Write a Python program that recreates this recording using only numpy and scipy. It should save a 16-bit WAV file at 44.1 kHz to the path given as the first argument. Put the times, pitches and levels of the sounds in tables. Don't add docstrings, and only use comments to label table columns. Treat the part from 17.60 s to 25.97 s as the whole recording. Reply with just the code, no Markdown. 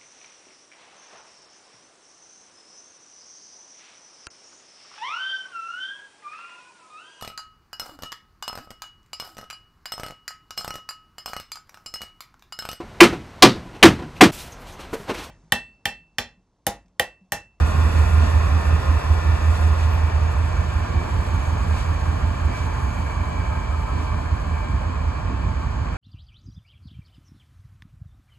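import sys
import numpy as np
from scipy.fft import rfft, irfft, next_fast_len
from scipy.io import wavfile
from scipy.ndimage import map_coordinates

SR = 44100
rng = np.random.default_rng(int(sys.argv[2]) if len(sys.argv) > 2 else 0)


def file_out(sig):
    cols = np.atleast_2d(sig).T
    lim = np.clip(cols, -1, 1)
    pcm = np.round(lim * 32767).astype(np.int16)
    wavfile.write(sys.argv[1], SR, pcm)


N = 369116


# t/s, distance (0 near, 1 far)
DISTANCE = [(0, 0.004), (2.1, 0.12), (3.2, 0.74), (4.5, 0.76), (5.6, 1), (8.37, 0.94)]

# multiple of the engine cycle, near level/dB, far level/dB; the lead's multiple
# 33 (177.2 Hz) is not exhaust but the blower's fundamental, which runs locked to the lead engine
LEAD_EXHAUST = [(8, -45, -48), (9, -44, -35.5), (11, -43.5, -47), (14, -26, -38.5), (17, -41, -46),
                (18, -43, -44), (19, -40.5, -41), (20, -49, -48), (24, -51, -46.5), (31, -47.5, -53),
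                (33, -47.5, -52)]
TRAIL_EXHAUST = [(5, -52, -51), (8, -43, -51), (9, -43, -47), (11, -37.5, -34), (12, -49, -43),
                 (13, -32, -37), (14, -29.5, -35), (15, -45, -41), (16, -40, -35.5), (20, -47, -45)]
LEAD_CYCLE_HZ, TRAIL_CYCLE_HZ = 5.369, 4.792
LEAD_THROB_S, TRAIL_THROB_S = 0.022, 0.0495
# middle t/s, length/s, rise/dB
HEAVY_PUFFS = [(.5, 0.67, 2), (3.2, 0.95, 2), (4.2, 1, 1.5), (4.8, 0.25, 1.5), (6.93, 0.036, 0),
               (7.14, 0.046, 6.5), (7.9, 0.063, 6.5), (8.07, 0.027, 5)]
# f/Hz, relative level/dB per Hz
RUMBLE_COLOUR = [(18, -25), (30, -22), (45, -6), (70, 4.5), (100, 0.5), (150, -9), (245, -15.5),
                 (480, -30.5)]
RUMBLE_DB = -30
FIRING_ORDERS = (15, 16)
# t/s, lower tone level/dB, upper tone level/dB
FIRING_LEVELS = [(0, -19.5, -45), (0.6, -16.5, -45), (1.3, -21.5, -30.5), (2.0, -17, -31.0),
                 (2.7, -21, -44), (3.3, -27.5, -32.5), (4.4, -24, -30.5), (5.5, -33.5, -37),
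                 (6.5, -26.5, -35.5), (7.4, -29.5, -35.5), (8.3, -52, -34.5)]
# f/Hz, relative level/dB per Hz
CHUG_COLOUR = [(90, -17), (125, 0.5), (175, -1), (205, -9), (245, -3.5), (300, -8.5), (360, -16.5),
               (520, -25)]
# t/s, level/dB
CHUG_LEVELS = [(0, -33), (1.5, -36.5), (2.6, -42.5), (3.15, -39.5), (3.8, -37), (4.3, -37.5), (5.1, -35.5),
               (6, -40), (7.1, -36.5), (7.5, -38.5), (8.1, -37.5)]

# f/Hz, relative level/dB per Hz
ROAR_NEAR_COLOUR = [(210, -24), (300, -4), (520, -1), (600, -0.5), (1040, -0.5), (1320, -6.5), (1430, -0.5),
                    (1490, -10), (1810, -3), (2200, -16.5), (2470, -8), (2990, -15.5), (3449, -75)]
ROAR_FAR_COLOUR = [(210, -18), (300, -5.5), (500, -5.0), (600, -1.5), (970, -1), (1040, -0.5), (1490, -9),
                   (1600, -3), (1810, -8.5), (2020, -16), (2370, -7.5), (2770, -25), (2990, -18.5),
                   (3449, -67)]
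# f/Hz, relative level/dB per Hz
HISS_NEAR_COLOUR = [(2300, -20), (3000, -6.5), (3500, 4.5), (4030, -4.5), (4550, -3), (4900, -1.5),
                    (5250, -3.5), (5600, -1.5), (7000, -14.5), (9500, -36)]
HISS_FAR_COLOUR = [(2300, -24), (3000, 4.5), (3430, -1.5), (3710, -6), (3920, -2.5), (4860, -3.5),
                   (5250, -7.5), (5850, -8), (6010, -9.5), (7000, -8), (9500, -17)]
# f/Hz, share (0-1)
LEAD_REPEAT_SHARE = [(200, .2), (400, .42), (780, .42), (950, .05)]
TRAIL_REPEAT_SHARE = [(780, .03), (950, .3), (1300, .25), (2000, 0)]
VALVE_CHATTER = [(3, .05), (7, .055), (9, .065), (15, .07), (19, .05), (22, .04)]
CHATTER_TOP_HZ = 1600
# middle t/s, length/s, rise/dB (negative)
DIPS = [(2.75, 0.49, -1.2)]
ROAR_DB, ROAR_FALL_DB_PER_S = -30, 0.8
HISS_DB, HISS_FALL_DB_PER_S = -43.5, 0.82
SIZZLE_DB, SIZZLE_FALL_DB_PER_S = -49, 1.8
TURBO_DB, TURBO_FALL_DB_PER_S = -59, 1.5

# multiple of the shaft rate, near level/dB, far level/dB
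BLOWER_TONES = [(4, -49, -67), (5, -48, -51.5), (7, -45.5, -57), (8, -49.5, -55), (9, -56, -53),
                (10, -46.5, -53.5), (11, -52, -64), (14, -55, -62.5), (15, -55, -65)]
BLOWER_HZ = 177.2
# f/Hz, width/Hz, near level/dB, far level/dB
FAN_TONES = [(461, 14, -51, -54.5), (529, 12, -49, -56), (619.3, 28, -44.5, -47.5), (885.6, 12, -49, -47),
             (1047, 10, -51, -50), (1566, 5, -50, -55.5)]
BLADE_ORDER, GEAR_HZ, MOTOR_HZ = 13, 1016, 1064
BLADE_DB, GEAR_DB, MOTOR_DB = -58, -50.5, -54
# middle t/s, length/s, rise/dB
BLADE_RISES = [(.42, .25, 8.8), (1.03, .12, 7.7), (1.65, 0.48, 9.3), (2.45, .14, 11), (2.9, .15, 7.9),
               (3.38, .17, 10.4), (3.8, .14, 10), (4.2, 0.11, 13.5), (4.97, 0.15, 16), (5.45, 0.32, 8.8),
               (5.85, 0.38, 11), (6.15, 0.22, 6), (6.45, 0.23, 11.4), (7.0, 0.2, 10.5)]
GEAR_RISES = [(.25, .3, 4), (1.5, 0.5, 6), (2.1, 0.35, 7), (4.0, .5, 4), (5.08, 0.3, 7), (5.6, .4, 10.5),
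              (6.35, 0.55, 9.5), (7.3, .6, 2)]
MOTOR_RISES = [(.17, .2, 16), (1.45, 0.45, 6), (7.6, 0.28, 9), (8.15, 0.32, 6.8)]
TWINKLE_RAD, TWINKLE_DB = 0.45, 0.8
HUM_S, HUM_LENGTH_S, HUM_DB = 3.4, 0.98, -48.5

# f/Hz, level/dB
WAVERING_TONES = [(950, -50.5), (1105, -48.5), (1150, -48.5)]
STRAND_WANDER_HZ, STRAND_TURNS_PER_S, STRAND_WIDTH_HZ, STRAND_FADE_DB = 24, 11, 32, 2.5
TURBO_HZ, TURBO_SAG_HZ, TURBO_WIDTH_HZ = 6670, 60.2, 65

# f/Hz, relative level/dB per Hz
SIZZLE_COLOUR = [(4500, -30), (6400, -4), (7400, 0.5), (8300, 1), (9300, -2), (10200, -4), (11800, -7),
                 (13300, -11.5), (14500, -19), (16000, -30)]
SIZZLE_SHADE_DB = 1.5
# middle t/s, length/s, rise/dB
HARD_GRINDS = [(.45, 0.49, 1.5), (2.0, .2, 4), (4.0, 0.56, 3), (5.25, 0.67, 4), (6.4, 0.96, 2)]
# middle t/s, length/s, level/dB
FLANGE_SCRAPES = [(0.38, 0.048, -43), (.65, 0.095, -41.5), (1.958, .03, -41), (2.035, .025, -45),
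                  (2.195, 0.018, -44), (2.235, 0.035, -42), (2.34, 0.085, -52), (4.187, 0.093, -41.5),
                  (4.984, 0.096, -44.5), (6.42, 0.13, -48)]
# f/Hz, relative level/dB per Hz
SCRAPE_COLOUR = [(1200, -11), (2400, 10.5), (4500, 4), (9000, -2.5), (13000, -18), (16000, -36)]
# middle t/s, length/s, f/Hz, level/dB
WHEEL_SQUEALS = [(0.718, 0.12, 1816, -40), (2.335, .05, 11750, -57), (5.934, 0.039, 1260, -38),
                 (6.13, 0.038, 1266, -38.5), (6.298, .05, 1307, -40)]
# middle t/s, length/s, level/dB
WHEEL_SINGING = [(3.9, .3, -56.5), (4.35, .35, -62), (5.3, .9, -57)]
SING_HZ, SING_WIDTH_HZ = 6590, 190
# t/s, level/dB
JOINT_KNOCKS = [(.63, -28.5), (5.92, -41), (6.35, -29.5), (6.41, -30), (7.7, -27)]
# f/Hz, relative level/dB per Hz
KNOCK_COLOUR = [(100, -10), (200, 0.5), (290, 3.5), (400, -8.5), (1500, -35), (5000, -50)]
# t/s, level/dB
FITTING_CLINKS = [(7.482, -53), (7.558, -57), (7.641, -58)]
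# f/Hz, relative level/dB per Hz
CLINK_COLOUR = [(3500, -27), (5000, -5), (5700, 0), (6400, -2), (8000, -20), (10000, -35)]

# f/Hz, phase/rad
LEFT_LEAD = [(100, 0), (300, 0.72), (550, 1.87), (700, 2), (900, 5.2), (1300, 6.5), (1700, 8.1), (2200, 7),
             (2750, 7.2), (2950, 10.3), (3900, 8.5), (4100, 11.5), (4700, 13.6), (5000, 15.3), (6100, 15.6),
             (6400, 12.4), (7500, 11.9), (9150, 9.4), (11000, 6.4), (12200, 6), (13100, 3.3), (14400, 3),
             (15000, .6)]
# f/Hz, likeness (0-1)
LIKENESS = [(80, 0.98), (300, 0.78), (620, 0.77), (780, 0.22), (1100, 0.95), (2000, 0.26), (2400, 0.98),
            (3000, 0.45), (3600, 0.46), (4100, 0.41), (5100, 0.76), (5900, 0.74), (6500, 0.62),
            (7200, 0.64), (9200, 1), (10400, 0.98), (11500, 0.53), (12500, .7), (13500, 0.99)]
# f/Hz, left minus right level/dB
LEFT_RIGHT_LEVEL = [(60, -4), (170, -4), (300, -2), (580, 2), (740, 5.5), (1080, -3.5), (1800, -0.5),
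                    (2500, -3), (3400, 2), (4800, -2), (9000, 0)]
TOP_HZ = 15150
EDGE_S = 0.012


def amp(db):
    return 10 ** (np.asarray(db) / 20)


def unit(x):
    return x / np.sqrt(np.mean(x ** 2) + 1e-20)


def clock():
    return np.arange(N) / SR


def along(points, hz):
    f, value = np.transpose(points)
    return np.interp(np.log(hz + 1), np.log(f), value)


def curves(rows):
    s, *columns = np.transpose(rows)
    return [np.interp(clock(), s, column) for column in columns]


def wobble(rate):
    coarse = clock()[::64]
    knots = rng.standard_normal(int(N * rate / SR) + 4)
    smooth = map_coordinates(knots, [coarse * rate])
    return np.interp(clock(), coarse, smooth)


def filtered(x, response):
    size = next_fast_len(N + 8192, True)
    hz = np.fft.rfftfreq(size, 1 / SR)
    return irfft(rfft(x, size) * response(hz), size)[..., :N]


def noise(colour, source=None):
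    if source is None:
        source = rng.standard_normal((2, N))
    lowest, highest = colour[0][0], colour[-1][0]

    def response(hz):
        return amp(along(colour, hz)) * ((hz > lowest) & (hz < highest))
    return unit(filtered(source, response))


def narrow(hz, width_hz):
    turn = 2 * np.pi * np.cumsum(hz * np.ones(N)) / SR
    paths = [wobble(width_hz) * np.sin(turn) + wobble(width_hz) * np.cos(turn) for _ in range(2)]
    return unit(np.array(paths))


def swell(s, length):
    return np.exp(-2 * ((clock() - s) / length) ** 2)


def rises(rows):
    return sum(rise_db * swell(s, length) for s, length, rise_db in rows)


def receding(start_db, fall_db_per_s):
    return start_db - fall_db_per_s * clock()


def exhaust(lines, cycles, away, fade_db, scatter, direct_db):
    out = np.zeros(N)
    for order, near_db, far_db in lines:
        shift = scatter * max(direct_db - near_db, 0) * wobble(0.43)
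        level_db = near_db + (far_db - near_db) * away + fade_db * wobble(0.864)
        out += amp(level_db) * np.sqrt(2) * np.cos(2 * np.pi * order * cycles + shift)
    return out


def chug(cycles, pulse_db=3, uneven_db=1.5):
    level_db, = curves(CHUG_LEVELS)
    bursts = amp(pulse_db * np.cos(2 * np.pi * cycles) + uneven_db * wobble(7))
    return amp(level_db) * unit(bursts * noise(CHUG_COLOUR))


def boom(cycles):
    out = np.zeros(N)
    for order, level_db in zip(FIRING_ORDERS, curves(FIRING_LEVELS)):
        out += amp(level_db) * np.sqrt(2) * np.cos(2 * np.pi * order * cycles)
    return out


def engines(away):
    lead_cycles = LEAD_CYCLE_HZ * (clock() - LEAD_THROB_S)
    trail_cycles = TRAIL_CYCLE_HZ * (clock() - TRAIL_THROB_S)
    lead = exhaust(LEAD_EXHAUST, lead_cycles, away, fade_db=1, scatter=0.12, direct_db=-35)
    trail = exhaust(TRAIL_EXHAUST, trail_cycles, away, fade_db=1, scatter=0.12, direct_db=-34)
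    effort = amp(rises(HEAVY_PUFFS))
    rumble = amp(RUMBLE_DB) * noise(RUMBLE_COLOUR)
    direct = boom(lead_cycles) + effort * (lead + trail)
    tones = np.array([direct, np.zeros(N)])
    return effort * rumble + chug(lead_cycles) + tones


def repeating(cycle_hz):
    size = round(SR / cycle_hz)
    return rng.standard_normal((2, size))[:, np.arange(N) % size]


def clatter():
    turbulence = rng.standard_normal((2, N))
    parts = np.array([turbulence, repeating(LEAD_CYCLE_HZ), repeating(TRAIL_CYCLE_HZ)])

    def shares(hz):
        lead, trail = along(LEAD_REPEAT_SHARE, hz), along(TRAIL_REPEAT_SHARE, hz)
        return np.sqrt([1 - lead - trail, lead, trail])[:, None]
    mix = filtered(parts, shares).sum(axis=0)
    chatter = np.zeros(N)
    for order, depth in VALVE_CHATTER:
        chatter += depth * np.cos(2 * np.pi * (order * TRAIL_CYCLE_HZ * clock() + rng.random()))
    return mix + chatter * filtered(mix, lambda hz: hz < CHATTER_TOP_HZ)


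def machinery(away, flutter_db=0.5):
    far = np.clip(away, 0, 1)
    drive = clatter()
    roar = (1 - far) * noise(ROAR_NEAR_COLOUR, drive) + far * noise(ROAR_FAR_COLOUR, drive)
    hiss = np.sqrt(1 - far) * noise(HISS_NEAR_COLOUR) + np.sqrt(far) * noise(HISS_FAR_COLOUR)
    roar_db = receding(ROAR_DB, ROAR_FALL_DB_PER_S) + flutter_db * wobble(16)
    hiss_db = receding(HISS_DB, HISS_FALL_DB_PER_S)
    return amp(rises(DIPS)) * (amp(roar_db) * roar + amp(hiss_db) * hiss)


def blowers(away, fade_db=2.4, drift=0.25):
    shaft = 2 * np.pi * BLOWER_HZ * clock() + drift * wobble(1.5)
    tones = []
    for order, near_db, far_db in BLOWER_TONES:
        level_db = near_db + (far_db - near_db) * away + fade_db * wobble(8)
        tones.append((order * shaft, level_db))
    tones.append((BLADE_ORDER * shaft, BLADE_DB + rises(BLADE_RISES)))
    tones.append((2 * np.pi * GEAR_HZ * clock(), GEAR_DB + rises(GEAR_RISES)))
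    tones.append((2 * np.pi * MOTOR_HZ * clock(), MOTOR_DB + rises(MOTOR_RISES)))
    out = np.zeros((2, N))
    for phase, level_db in tones:
        for path in out:
            twinkling = np.sin(phase + TWINKLE_RAD * wobble(6.5))
            path += amp(level_db + TWINKLE_DB * wobble(11)) * np.sqrt(2) * twinkling
    for hz, width_hz, near_db, far_db in FAN_TONES:
        out += amp(near_db + (far_db - near_db) * away) * narrow(hz, width_hz)
    hum = swell(HUM_S, HUM_LENGTH_S) * narrow(2 * BLOWER_HZ, width_hz=18)
    return out + amp(HUM_DB) * hum


def strands():
    out = np.zeros((2, N))
    for hz, level_db in WAVERING_TONES:
        pitch_hz = hz + STRAND_WANDER_HZ * wobble(STRAND_TURNS_PER_S)
        glide = narrow(pitch_hz, STRAND_WIDTH_HZ)
        out += amp(level_db) * unit(glide * amp(STRAND_FADE_DB * wobble(5)))
    return out


def turbo(away, wander_hz=16, flutter_db=2.5):
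    pitch_hz = TURBO_HZ - TURBO_SAG_HZ * away + wander_hz * wobble(4)
    level_db = receding(TURBO_DB, TURBO_FALL_DB_PER_S) + flutter_db * wobble(7.6)
    return amp(level_db) * narrow(pitch_hz, TURBO_WIDTH_HZ)


def struck(hits, colour, attack, t60):
    envelope = np.zeros(N)
    for s, level_db in hits:
        since = np.maximum(clock() - s, 0)
        envelope += amp(level_db - 60 * since / t60) * (1 - np.exp(-since / attack))
    return envelope * noise(colour)


def wheels(away, grain_db=1.34, flutter_db=0.7):
    grit_db = grain_db * wobble(70) + flutter_db * wobble(13)
    sizzle_db = receding(SIZZLE_DB, SIZZLE_FALL_DB_PER_S) - SIZZLE_SHADE_DB * away
    sizzle_db = sizzle_db + rises(HARD_GRINDS) + rises(DIPS) + grit_db
    sizzle = amp(sizzle_db) * noise(SIZZLE_COLOUR)
    scrape_level = sum(amp(db) * swell(s, length) for s, length, db in FLANGE_SCRAPES)
    scrapes = scrape_level * noise(SCRAPE_COLOUR)
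    squeals = np.zeros((2, N))
    for s, length, hz, db in WHEEL_SQUEALS:
        squeals += amp(db) * swell(s, length) * narrow(hz, width_hz=0.054 * hz)
    sing_level = sum(amp(db) * swell(s, length) for s, length, db in WHEEL_SINGING)
    singing = sing_level * narrow(SING_HZ, SING_WIDTH_HZ)
    knocks = struck(JOINT_KNOCKS, KNOCK_COLOUR, attack=0.0021, t60=0.27)
    clinks = struck(FITTING_CLINKS, CLINK_COLOUR, attack=0.0008, t60=0.12)
    return sizzle + scrapes + squeals + singing + knocks + clinks


def microphones(pair):
    def blend(hz):
        angle = np.arccos(np.clip(along(LIKENESS, hz), 0, 1)) / 2
        return np.array([np.cos(angle), np.sin(angle)])

    def sides(hz):
        half = amp(along(LEFT_RIGHT_LEVEL, hz) / 2) * np.exp(0.5j * along(LEFT_LEAD, hz))
        return np.array([half, 1 / half])
    direct, scattered = filtered(pair, blend)
    return filtered(np.array([direct + scattered, direct - scattered]), sides)


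def scene():
    away, = curves(DISTANCE)
    to_nearest_end = np.minimum(clock(), clock()[::-1])
    edges = np.sin(np.pi / 2 * np.clip(to_nearest_end / EDGE_S, 0, 1)) ** 2
    pair = edges * engines(away) + machinery(away) + blowers(away)
    pair = pair + strands() + turbo(away) + wheels(away)
    return microphones(pair)


def record(dry):
    return filtered(dry, lambda hz: hz < TOP_HZ)


dry = scene()
out = record(dry)
file_out(out)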